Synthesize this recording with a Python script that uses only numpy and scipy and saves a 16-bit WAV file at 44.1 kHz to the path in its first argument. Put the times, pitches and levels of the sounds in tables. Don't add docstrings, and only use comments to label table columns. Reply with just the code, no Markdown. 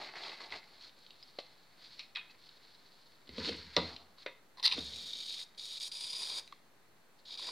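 import sys
import numpy as np
from scipy import signal
from scipy.fft import rfft, irfft, next_fast_len
from scipy.io import wavfile
from scipy.ndimage import map_coordinates

SR = 44100
rng = np.random.default_rng(int(sys.argv[2]) if len(sys.argv) > 2 else 0)


def waveform_to_disk(signal):
    frames = np.transpose(np.atleast_2d(signal))
    scaled = np.clip(frames, -1, 1) * 32767
    samples = np.round(scaled).astype(np.int16)
    wavfile.write(sys.argv[1], SR, samples)


def ratio_of_db(decibels):
    return 10 ** (np.asarray(decibels, float) / 20)


N = 331218

# pitch_hz, level_db (per Hz)
JET_SPECTRUM = [(35, -50.5), (60, -37), (489, -16), (984, -22), (1760, -21), (2700, -13.5), (3630, 1.5),
                (4800, -3.5), (6210, -21), (9440, -25), (12000, -30.5), (15800, -40)]
RUB_SPECTRUM = [(35, -36), (60, -10), (194, -14.5), (248, -21.5), (378, -8), (493, -14.5), (658, -7.5),
                (1710, 0), (2080, -5.5), (2970, -12), (4330, 0.5), (6040, -22), (12000, -36.5),
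                (15600, -60), (22000, -120)]
AIR_SPECTRUM = [(30, -4.5), (64, -17), (141, -3), (435, -5.5), (906, -7.5), (2000, -13), (3020, -23.5),
                (4300, -12.5), (6000, -39), (15800, -31)]
SELF_NOISE_SPECTRUM = [(30, -10), (148, -7.5), (628, -9), (1840, -10.5), (4250, -18), (15800, -24)]

# pitch_hz, width_hz, level_db
NOZZLE_GAS = [(1450, 130, -31.5), (2350, 160, -10.5), (3230, 280, -5), (3780, 280, 9), (4410, 270, 2),
              (4900, 320, -3), (5050, 160, -27), (5500, 260, -7.5), (6680, 350, -12), (7770, 200, -43),
              (8450, 250, -18.5), (9650, 300, -33), (11020, 350, -28), (13700, 600, -35)]
NOZZLE_FOAM = [(1000, 170, -17.5), (2404, 310, -14), (3600, 480, -5), (4200, 170, -8.5), (4803, 240, 4.5),
               (5750, 310, -17), (6810, 310, -15), (7800, 320, -23), (8700, 280, -13.5), (9060, 220, -20),
               (9650, 380, -15.5), (10720, 430, -22.5), (11760, 250, -32.5), (13600, 700, -35)]
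NOZZLE_DRY = [(960, 180, -9.5), (2000, 290, -13), (2750, 250, -18), (3700, 300, -2.5), (4130, 550, -1.5),
              (4950, 300, -7.5), (5690, 380, -14.5), (7500, 240, -30.5), (8800, 630, -17), (9920, 370, -16),
              (11640, 510, -27), (14020, 900, -26)]
SNAP_PEAKS = [(3020, 1500, 4), (4180, 780, 9), (5050, 810, -8), (5900, 670, -15), (6770, 600, -29)]
SHELL_PEAKS = [(1100, 270, -8), (1600, 330, -7), (2060, 230, 4.5), (2600, 146, -1.5)]
BOWL_PEAKS = [(171, 42, -1.5), (250, 24, -1), (305, 42, -5), (456, 89, -2.5)]
WALL_PEAKS = [(1020, 120, 11.5), (1382, 390, -4.5), (2030, 330, 5.5), (2950, 180, -8)]
# pitch_hz, level_db, t60_s
TABLE_MODES = [(302.6, -11, 0.11), (437, -3, 0.095), (468, -3.5, .08), (520, -2, 0.088), (598, -3, 0.084),
               (678, -12, .07), (755, -24, 0.074), (967, -5.5, 0.073), (1174, -16.5, 0.15),
               (1236, -17.5, 0.12), (1420, -18, 0.15), (2070, -23, .07), (2600, -15.5, .06)]
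CAN_MODES = [(1200, -13.5, .12), (1820, -10, 0.14), (2240, -12, .05), (2490, -2.5, 0.15), (2550, -8, .12),
             (2870, -14, 0.072), (3300, 4, 0.066), (3640, -2, 0.1), (4040, -11, 0.055), (4250, -14, .15),
             (4460, -9, 0.15)]
# low_hz, high_hz
JET_BANDS = [(1870, 5990), (5790, 21000), (70, 1755)]

# peak_s, crinkle_db, rise_s (per 20 dB), fall_s (per 20 dB)
SQUEEZES = [(0.005, -49.5, .05, 0.12), (0.045, -51.5, 1, 0.08), (.087, -53.5, 0.5, 0.1),
            (.12, -62, -0.5, 0.5), (.157, -47, .015, 0.14), (.215, -52.5, 0.1, 0.13),
            (.262, -46, 0.1, 0.14), (.297, -50, 0.14, 0.1), (.345, -54.5, 0.07, 0.08),
            (.405, -50.5, .008, 0.18), (.445, -53, 0.16, 0.04), (.523, -44, 0.02, 0.0252),
            (.542, -46.5, 0.04, 0.08), (.64, -63.5, 0, 0.5)]
FIDGETS = [(.7, -81.5, 0.096, 0.7), (.876, -53.5, 0.26, 0.036), (1.08, -67.5, 0.71, 0.037),
           (1.238, -62, 0.5, 0.5), (1.85, -56, 0.11, 0.11), (1.93, -54.5, 0.13, 0.14),
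           (1.995, -60, 0.019, 0.014), (2.03, -59, 0.044, 0.028), (2.31, -57.5, 0.023, 0.042),
           (2.447, -60, 0.18, 0.49), (2.6, -74, .02, 0.064), (2.73, -63, 0.27, 0.61),
           (3.066, -65.5, 0.61, 0.39), (4.187, -56.5, 0.022, 0.1), (7.195, -72, 0.051, 0.071),
           (4.87, -55.5, 0.08, 0.55)]
DRAGS = [
    (3.365, -51, 0.056, 0.058),
    (3.42, -43.5, 0.1, 0.34),
    (3.455, -42, 0.028, 0.085),
    (3.492, -38, 0.11, 0.011),
    (3.51, -50, 0.024, 0.28),
    (3.72, -69, 0.56, 0.27),
    (3.9, -48.5, 0.47, 0.11),
    (4.78, -51.5, .02, 0.078),
]
# peak_s, boom_db, rise_s (per 20 dB), fall_s (per 20 dB)
TABLE_LOADS = [(.53, -72, .1, .15), (3.3, -53, .012, .1), (3.405, -49, .03, .1), (3.51, -49, .025, .07),
               (3.58, -54, .04, .07), (3.67, -57, .08, .12), (3.775, -44, .008, .1), (3.86, -51, .12, .08),
               (3.94, -60, .08, .06), (4.02, -68, .05, .1), (4.75, -58, .02, .15), (4.8, -53, .06, .2),
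               (4.86, -56, .1, .06), (4.96, -59, .15, .05), (5.04, -70, .1, .15)]
# peak_s, level_db, rise_s (per 20 dB), fall_s (per 20 dB)
BOWL_SHAKES = [
    (3.295, -61.5, 0, 0.84),
    (3.395, -44.5, 0.0354, 0.13),
    (3.49, -42, 0.0829, 0.1243),
    (3.545, -74.5, -2.5, -0.5),
    (3.775, -36.5, -0.03, 0.12),
    (4.785, -50, 0.08, 0.11),
    (4.92, -65, -1.4, 0.64),
]
# start_s, crinkle_db, body_db, scrape_db, fall_s (per 20 dB)
SETTLING = [
    (1.389, -50, -57, -51, 1.2),
    (1.999, -49, -71.5, -74, 0.2),
    (2.168, -53, -47.5, -68.5, 0.4),
    (3.773, -35.5, -38.5, -26, 0.26),
    (4.265, -58.5, -47, -55.5, 0.12),
    (4.745, -44, -53, -53, -1.5),
]
# start_s, snap_db, mid_db
TICKS = [(0.0217, -45, -64), (0.044, -43, -47), (0.1543, -52, -38), (0.206, -47, -46), (0.2487, -45, -40),
         (.261, -36, -62), (0.28, -42, -57), (.2935, -36.5, -60), (0.304, -45, -60), (.3371, -50, -55),
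         (.445, -47, -53), (.4938, -47, -56), (.5033, -41, -59), (.538, -38, -51), (0.642, -60, -59),
         (0.8927, -46, -73), (1.0632, -41.5, -74), (1.1046, -43.5, -76), (1.2254, -45.5, -60),
         (1.998, -37, -66), (2.0394, -53, -70), (2.1492, -42.5, -50), (2.297, -65, -58),
         (2.489, -43.5, -73), (3.271, -51.5, -63), (3.3217, -65, -71), (3.3441, -50, -57),
         (3.5225, -39, -41), (3.567, -49, -62), (3.962, -36.5, -64), (3.974, -60, -72), (3.984, -54, -67),
         (4.5959, -36.5, -58), (4.9337, -42, -62), (5.3041, -36, -56), (5.3908, -47, -52),
         (5.546, -51, -75), (6.4757, -43.5, -65), (2.17, -35.5, -50), (3.4915, -32.5, -60),
         (3.3642, -43.5, -54)]
# start_s, snap_db, mid_db, body_hz, body_db
CAN_KNOCKS = [(0.0868, -44, -44, 891, -69), (0.1361, -47, -49, 784, -52.5), (0.234, -33.5, -55, 940, -49),
              (0.3164, -48, -46, 614, -66), (0.4025, -56, -43.5, 1100, -52),
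              (0.5212, -34.5, -35.5, 980, -50), (1.3862, -32, -48.5, 540, -45),
              (1.992, -32.5, -53, 1130, -67), (2.157, -26, -38.5, 1220, -63), (4.1821, -52, -76, 1100, -62),
              (4.2611, -34, -35, 510, -44), (6.5227, -44, -51.5, 1110, -63)]
# start_s, snap_db, body_hz, body_db
BOWL_BUMPS = [
    (3.276, -47.5, 231, -67),
    (3.2906, -38, 250, -50.5),
    (3.38, -34, 236, -45.5),
    (3.4456, -27.5, 497, -56),
    (3.476, -31, 294, -44),
    (3.4846, -31, 408, -49.5),
    (3.4916, -31.5, 476, -39.5),
    (3.5415, -36, 310, -50.5),
    (3.7645, -13, 520, -29.5),
    (4.7797, -36, 253, -41),
]
# start_s, snap_db, mid_db
POPS = [
    (4.655, -39, -33.5),
    (4.6771, -22.5, -38.5),
    (4.712, -26, -50),
    (4.7216, -22, -48),
]
# start_s, level_db, low_hz, t60_s
CRACKS = [(0.99, -64, 5500, 0.02), (3.7655, -47, 3500, 0.0094), (6.4763, -49.5, 1700, 0.0087),
          (6.5255, -58, 5000, .012), (7.3945, -44, 2000, .01), (7.4435, -44, 1700, 0.014),
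          (7.4695, -43, 2200, .01), (3.4925, -47, 4000, 0.0073), (3.5665, -53, 4000, .008),
          (2.17, -61, 5000, .012)]
# start_s, length_s, from_hz, to_hz, level_db
SQUEAKS = [
    (1.226, 0.015, 5110, 4760, -50.5),
    (1.99, 0.051, 2350, 2370, -57.5),
    (2.152, 0.063, 2555, 2600, -46.5),
    (3.791, 0.12, 3480, 4520, -49),
    (4.714, 0.0122, 2310, 3300, -35.5),
    (4.719, 0.013, 2685, 3440, -32.5),
    (3.764, 0.0049, 5900, 5380, -27.5),
]
# start_s, pitch_hz, level_db, t60_s
PINGS = [(1.3864, 559, -33, 0.038), (4.2612, 1480, -38, .04), (4.2626, 2430, -39, .04),
         (6.5253, 1137, -36, 0.022), (7.297, 1000, -52, .02), (7.394, 1010, -42.5, 0.031),
         (7.479, 1000, -50, .02), (7.488, 1000, -40, 0.028), (7.488, 1950, -45, .02),
         (2.296, 2600, -52, 0.044), (4.654, 4200, -26, .012), (2.151, 5400, -47, .02),
         (2.158, 4900, -47, .03)]
# start_s, level_db
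SET_DOWNS = [
    (3.381, -45.5),
    (3.7655, -24),
    (4.2615, -42.5),
    (4.779, -46.5),
]
# start_s, level_db
RAPS = [
    (1.995, -54),
    (2.1575, -40),
    (4.2615, -53.5),
]
# start_s, end_s, first_db, last_db, fall_s (per 20 dB)
SPUTTERS = [
    (4.572, 4.606, -56.5, -50, -0.1),
    (4.628, 4.652, -35, -25.5, -0.09),
    (4.654, 4.666, -22.5, -20, -0.043),
    (4.672, 4.68, -29, -26, -0.05),
    (4.69, 4.716, -39, -43.5, -0.24),
    (4.717, 4.74, -34, -36.5, -0.1),
    (4.74, 4.7455, -35.5, -38, -0.11),
]
# start_s, end_s, first_db, last_db, edge_db (relative to jet)
HOLDS = [
    (4.757, 4.793, -44, -36.5, -13),
    (4.808, 4.896, -41, -42.5, -9.5),
    (4.905, 5.433, -43.5, -42, -6.5),
    (5.579, 5.779, -46.5, -40.5, -6),
    (5.802, 5.878, -41, -39.5, -4.5),
    (5.919, 6.396, -43, -37.5, -8),
    (7.257, 7.357, -52, -42, -14.5),
    (7.377, 7.518, -44, -39, -12.5),
]
# time_s, nozzle_share (0-1), heap_share (0-1)
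FOAM = [(4.6, 0.07, 0.6), (4.9, 0.02, 0.7), (5.15, 0.01, 0.36), (5.43, 0.12, 0.43), (5.8, 0.17, 0.2),
        (5.95, 0.94, 0.31), (6.2, 0.87, 0.58), (6.3, 0.51, 0.72), (7.27, 0, 0.5), (7.5, 0.57, 0.95)]
# start_s, peak_db
SURGES = [(4.9152, -36), (4.9347, -30), (4.9586, -36), (5.0579, -36), (5.132, -30), (5.1522, -29),
          (5.2061, -32), (5.2275, -32), (5.2834, -25), (5.3048, -29), (5.3398, -30), (5.3906, -28),
          (5.5937, -30.5), (5.6451, -33), (5.7064, -37), (5.7289, -37), (5.7758, -30), (5.8066, -25.5),
          (5.8282, -28), (5.915, -37), (5.9843, -36), (6.0407, -28.5), (6.2342, -32), (7.2544, -43),
          (7.3093, -33), (7.3213, -34), (7.3736, -31), (7.389, -27), (7.414, -42), (7.4474, -34),
          (7.469, -28)]

# body, scrape, boom minus crinkle in dB; steepness of these low layers
SQUEEZE_COLOUR, FIDGET_COLOUR, DRAG_COLOUR = (-2, 2.5, -37, 1), (-12, -18.5, -32, 0.4), (-4.5, -14, -34, 1.2)
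SETTLE_RISE_S, SETTLE_FIRST_FALL_S, SETTLE_TAIL_DB = 0.0035, 0.04, -16
TABLE_HZ, TABLE_SWAY_SHARE, TABLE_SWAY_PER_S, TABLE_RUMBLE, WALL_DB = 80, .06, 12, .45, -6
TICK_BODY_HZ, TICK_BODY_DB, TICK_T60_S = 500, -33, 0.03
CAN_T60_S, BOWL_MID_DB, BOWL_T60_S = 0.095, -14, 0.036
POP_BODY_HZ, POP_BODY_DB, POP_T60_S = 985, -39, 0.03
SQUEAK_WIDTH_HZ, SQUEAK_PURITY = 343, 1
SPUTTER_OPEN_S, SPUTTER_EDGE_DB, SPUTTER_SLOSH_DB, SPUTTER_SLOSH_FOLLOWS = 0.0021, -21.5, -40, 0.35
VALVE_OPEN_S, VALVE_SHUT_S, SLOSH_SHUT_S, EDGE_SHUT_S = 0.0059, 0.012, 0.065, .02
SLOSH_BARE_DB, SLOSH_HEAP_DB = -28, 20
FIZZ_DB, FIZZ_FALL_S = -19.5, 0.2
SURGE_DB, SURGE_DELAY_S, SURGE_RISE_S, SURGE_FALL_S = -10, 0.0016, 0.0027, 0.013
SPUTTER_END_S, WANDER_SHARE, WANDER_PER_S = 4.75, .004, 5
ROOM_T60_S, ROOM_DB, SPRAY_ROOM_DB, ROOM_BASS_CUT_HZ, ROOM_CUT_HZ = 0.35, -11, -18, 700, 6300
AIR_DB, SELF_NOISE_DB = -69.5, -68.5
BASS_CUT_HZ, TOP_HZ, OFFSET, OVERLOAD = 68.5, 15850, -0.00052, 0.61


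def rms_one(x):
    return x / np.sqrt(np.mean(x ** 2) + 1e-20)


def colour(x, spectrum):
    hz, level_db = np.transpose(spectrum)
    size = next_fast_len(N)
    log_hz = np.log(np.arange(size // 2 + 1) * SR / size + 1)
    gain = ratio_of_db(np.interp(log_hz, np.log(hz), level_db))
    return rms_one(irfft(rfft(x, size) * gain, size)[..., :N])


def band(x, low_hz, high_hz):
    return signal.sosfilt(signal.butter(3, [low_hz, high_hz], "band", fs=SR, output="sos"), x)


def drift(rate):
    r = np.exp(-16 * np.pi * rate / SR)
    slow = signal.lfilter([1], [1, -2 * r, r * r], rng.standard_normal(N // 8 + 2002))[2000:]
    return np.interp(np.arange(N) / 8, np.arange(len(slow)), rms_one(slow))


def resonate(x, hz, width_hz):
    r = np.exp(-np.pi * width_hz / SR)
    feedback = [1, -2 * r * np.cos(2 * np.pi * hz / SR), r * r]
    return signal.lfilter(np.array([1, 0, -1]) * (1 - r * r) / 2, feedback, x + 1e-18)


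def body_of(x, peaks):
    total = 0
    for k, (hz, width_hz, level_db) in enumerate(peaks):
        wide = 1.42 * width_hz
        total = total + (-1) ** k * ratio_of_db(level_db) * resonate(resonate(x, hz, wide), hz, wide)
    return total


def grains(per_s, spread_db):
    sizes = ratio_of_db(spread_db * np.minimum(rng.exponential(1, N), 5)) * rng.choice([-1, 1], N)
    return rms_one(sizes * (rng.random(N) < per_s / SR))


def gates(rows):
    t, power = np.arange(0, N + 16, 16) / SR, 1e-12
    for start, end, first_db, last_db, rise, fall in rows:
        outside = np.maximum((start - t) / max(rise, 1e-3), (t - end) / max(fall, 1e-3)).clip(0)
        hold_db = np.interp(t, [start, end], [first_db, last_db])
        power = power + ratio_of_db(2 * (hold_db - 20 * outside))
    return np.interp(np.arange(N) / SR, t, np.sqrt(power))


def swells(rows, shift_db=0, steep=1):
    return [(s, s, db + shift_db, db + shift_db, rise / steep, fall / steep) for s, db, rise, fall in rows]


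def touch(layer):
    rows = []
    for gestures, tint in ((SQUEEZES, SQUEEZE_COLOUR), (FIDGETS, FIDGET_COLOUR), (DRAGS, DRAG_COLOUR)):
        *shift_db, steep = tint
        rows += swells(gestures, shift_db[layer - 1], steep) if layer else swells(gestures)
    if layer == 3:
        return gates(rows + swells(TABLE_LOADS))
    for s, *db, fall in SETTLING:
        first = (s, db[layer], SETTLE_RISE_S, SETTLE_FIRST_FALL_S)
        tail = (s, db[layer] + SETTLE_TAIL_DB, SETTLE_RISE_S, fall)
        rows += swells([first, tail])
    return gates(rows)


def handling():
    slips = grains(1800 * ratio_of_db(6.0 * drift(28)), spread_db=2.5) + 1.02 * rng.standard_normal(N)
    rub = colour(slips, RUB_SPECTRUM)
    bright = rms_one(band(rub, 2830, 7200)) + ratio_of_db(-31.5) * rms_one(band(rub, 9000, 14000))
    crinkle = touch(layer=0) * ratio_of_db(1.21 * drift(27.0)) * bright
    walls = rms_one(band(rub, 933, 2930)) + ratio_of_db(WALL_DB) * rms_one(body_of(slips, WALL_PEAKS))
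    body = touch(layer=1) * ratio_of_db(1.4 * drift(20)) * walls
    scrape = touch(layer=2) * ratio_of_db(-5.0 + 1.5 * drift(14)) * rms_one(band(rub, 170, 1030))
    table_hz = TABLE_HZ * (1 + TABLE_SWAY_SHARE * drift(TABLE_SWAY_PER_S))
    table_tone = np.sin(2 * np.pi * np.cumsum(table_hz) / SR)
    boom = touch(layer=3) * ratio_of_db(1.5) * (table_tone + TABLE_RUMBLE * rms_one(band(slips, 80, 200)))
    hollow = gates(swells(BOWL_SHAKES)) * rms_one(body_of(slips, BOWL_PEAKS))
    return crinkle + body + scrape + boom + hollow


def contacts():
    ticks = [(s, db, mid, TICK_BODY_HZ, db + TICK_BODY_DB, TICK_T60_S) for s, db, mid in TICKS]
    can = [(*row, CAN_T60_S) for row in CAN_KNOCKS]
    bowl = [(s, db, db + BOWL_MID_DB, hz, body, BOWL_T60_S) for s, db, hz, body in BOWL_BUMPS]
    pops = [(s, db, mid, POP_BODY_HZ, db + POP_BODY_DB, POP_T60_S) for s, db, mid in POPS]
    return sorted(ticks + can + bowl + pops)


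def knocks():
    s, snap_db, mid_db, body_hz, body_db, t60 = np.transpose(contacts())
    t, out = np.arange(SR // 6) / SR, np.zeros(N + SR)
    swell = np.minimum(t / 0.0012, 1) ** 2
    fade = ratio_of_db(-60 * t / 0.016) + 0.14 * ratio_of_db(-60 * t / np.clip(t60, .004, .3)[:, None])
    rattle = rng.standard_normal((len(s), 3, len(t)))
    burst = rattle * (swell * fade)[:, None]
    push = swell * ratio_of_db(-60 * t / 0.0021) + 0.34 * burst[:, 2]
    snap = band(body_of(burst[:, 0], SNAP_PEAKS), 1800, 9500)
    mid = body_of(burst[:, 1], SHELL_PEAKS)
    note = np.array([resonate(resonate(x, hz, 0.2 * hz), hz, 1.02 * hz) for x, hz in zip(push, body_hz)])
    hits = 0
    for x, level_db in ((snap, snap_db), (mid, mid_db + 2.0), (note, body_db + 7.0)):
        hits = hits + ratio_of_db(level_db)[:, None] * x / np.abs(x).max(axis=1, keepdims=True)
    for start, hit in zip((s * SR).astype(int), hits):
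        out[start:start + len(t)] += hit
    return out[:N]


def crack():
    t, out = np.arange(SR // 20) / SR, np.zeros(N + SR)
    for s, level_db, low_hz, t60 in CRACKS:
        noise = signal.lfilter([1], [1, -.7], rng.standard_normal(len(t)))
        start = int(s * SR)
        out[start:start + len(t)] += band(ratio_of_db(level_db - 60 * t / t60) * noise, low_hz, 10000)
    return out[:N]


def squeaks():
    out, t = np.zeros(N), np.arange(SR // 8) / SR
    smooth = signal.butter(4, SQUEAK_WIDTH_HZ, fs=SR, output="sos")
    for s, length, from_hz, to_hz, level_db in SQUEAKS:
        rough = 8.7 * signal.sosfilt(smooth, rng.standard_normal((2, len(t))))
        phase = 2 * np.pi * np.cumsum(np.interp(t, [0, length], [from_hz, to_hz])) / SR
        tone = rms_one((rough[0] + SQUEAK_PURITY) * np.sin(phase) + rough[1] * np.cos(phase))
        envelope = ratio_of_db(level_db - 13 * (t / length) ** 2) * np.minimum(t / 0.0018, 1) ** 2
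        start = int(s * SR)
        out[start:start + len(t)] += envelope * tone
    return out


def ring(blows, modes):
    s, db = np.transpose(blows)
    t, out = np.arange(SR // 4) / SR, np.zeros(N + SR)
    for start, level_db in zip((s * SR).astype(int), db):
        tone = 0
        for hz, mode_db, t60 in modes:
            decay = ratio_of_db(level_db + mode_db - 60 * t / t60)
            tone = tone + decay * np.sin(2 * np.pi * (hz * t + rng.random()))
        out[start:start + len(t)] += tone * np.minimum(t / 0.0014, 1)
    return out[:N]


def pings():
    return sum(ring([(s, db)], [(hz, 0, t60)]) for s, hz, db, t60 in PINGS)


def spits(shift_db, follows):
    rows = []
    for start, end, first, last, fall in SPUTTERS:
        rows.append((start, end, follows * first + shift_db, follows * last + shift_db, SPUTTER_OPEN_S, fall))
    return rows


def valve():
    s, share, heap = np.transpose(FOAM)
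    t = np.arange(N) / SR
    jet_rows, edge_rows, slosh_rows = spits(0, 0.99), spits(SPUTTER_EDGE_DB, 1), []
    for start, end, first, last, edge_db in HOLDS:
        jet_rows.append((start, end, first, last, VALVE_OPEN_S, VALVE_SHUT_S))
        edge_rows.append((start, end, first + edge_db, last + edge_db, VALVE_OPEN_S, EDGE_SHUT_S))
        edge_rows += swells([(end, last + edge_db + FIZZ_DB, VALVE_OPEN_S, FIZZ_FALL_S)])
        slosh_rows.append((start, end, first, last, VALVE_OPEN_S, SLOSH_SHUT_S))
    jet_rows += swells([(at + SURGE_DELAY_S, db + SURGE_DB, SURGE_RISE_S, SURGE_FALL_S) for at, db in SURGES])
    spit = gates(spits(SPUTTER_SLOSH_DB, SPUTTER_SLOSH_FOLLOWS))
    splash = gates(slosh_rows) * ratio_of_db(SLOSH_BARE_DB + SLOSH_HEAP_DB * np.interp(t, s, heap))
    return gates(jet_rows), gates(edge_rows), np.hypot(spit, splash), np.interp(t, s, share)


def spray():
    start = 4 * SR
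    flow, hiss, splash, foam = valve()
    foam = np.clip(foam[start:], 0, 1)
    turbulence = rng.standard_normal((3, N))
    eddies = ratio_of_db(1.8 * drift(160)) * (turbulence + 0.5 * grains(3000, spread_db=4.5))
    dry_nozzle = rms_one(body_of(eddies[0, start:], NOZZLE_DRY))
    gas = rms_one(body_of(eddies[0, start:], NOZZLE_GAS))
    wet = rms_one(body_of(eddies[1, start:], NOZZLE_FOAM))
    broad = colour(eddies[2], JET_SPECTRUM)[start:]
    sputtering = np.arange(start, N) < SPUTTER_END_S * SR
    steady = np.sqrt(1 - foam) * gas + np.sqrt(foam) * wet
    read_at = np.cumsum(1 + WANDER_SHARE * drift(WANDER_PER_S)[start:])
    wandering = map_coordinates(steady, [read_at], order=3, mode="mirror")
    jet = ratio_of_db(-5.0) * broad + np.where(sputtering, dry_nozzle, wandering)
    core, edge, slosh = (np.r_[np.zeros(start), rms_one(band(jet, *hz))] for hz in JET_BANDS)
    return flow * core + hiss * ratio_of_db(1.0 * drift(27)) * edge + splash * ratio_of_db(0.89 * drift(17)) * slosh


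def room(x):
    t = np.arange(SR // 2) / SR
    tail = rng.standard_normal(len(t)) * ratio_of_db(-60 * t / ROOM_T60_S) * (t > .004)
    walls = signal.butter(1, [ROOM_BASS_CUT_HZ, ROOM_CUT_HZ], "band", fs=SR, output="sos")
    tail = signal.sosfilt(walls, tail)
    return signal.fftconvolve(x, tail / np.sqrt(np.sum(tail ** 2)))[:N]


def scene():
    hits = knocks() + crack() + ring(SET_DOWNS, TABLE_MODES) + ring(RAPS, CAN_MODES)
    jet = spray()
    walls = room(ratio_of_db(ROOM_DB) * hits + ratio_of_db(SPRAY_ROOM_DB) * jet)
    air = ratio_of_db(AIR_DB) * colour(rng.standard_normal(N), AIR_SPECTRUM)
    return np.tile(hits + jet + walls + handling() + pings() + squeaks(), (2, 1)) + air


def top_cut(x):
    return signal.sosfilt(signal.butter(12, 15770, fs=SR, output="sos"), x)


def record(dry):
    heard = signal.sosfilt(signal.butter(6, BASS_CUT_HZ, "high", fs=SR, output="sos"), dry)
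    heard = OVERLOAD * np.tanh(heard / OVERLOAD)
    hiss = ratio_of_db(SELF_NOISE_DB) * colour(rng.standard_normal((2, N)), SELF_NOISE_SPECTRUM)
    kept = signal.sosfilt(signal.ellip(10, .5, 60, TOP_HZ, fs=SR, output="sos"), heard + hiss)
    return top_cut(kept + OFFSET)


dry = scene()
out = record(dry)
waveform_to_disk(out)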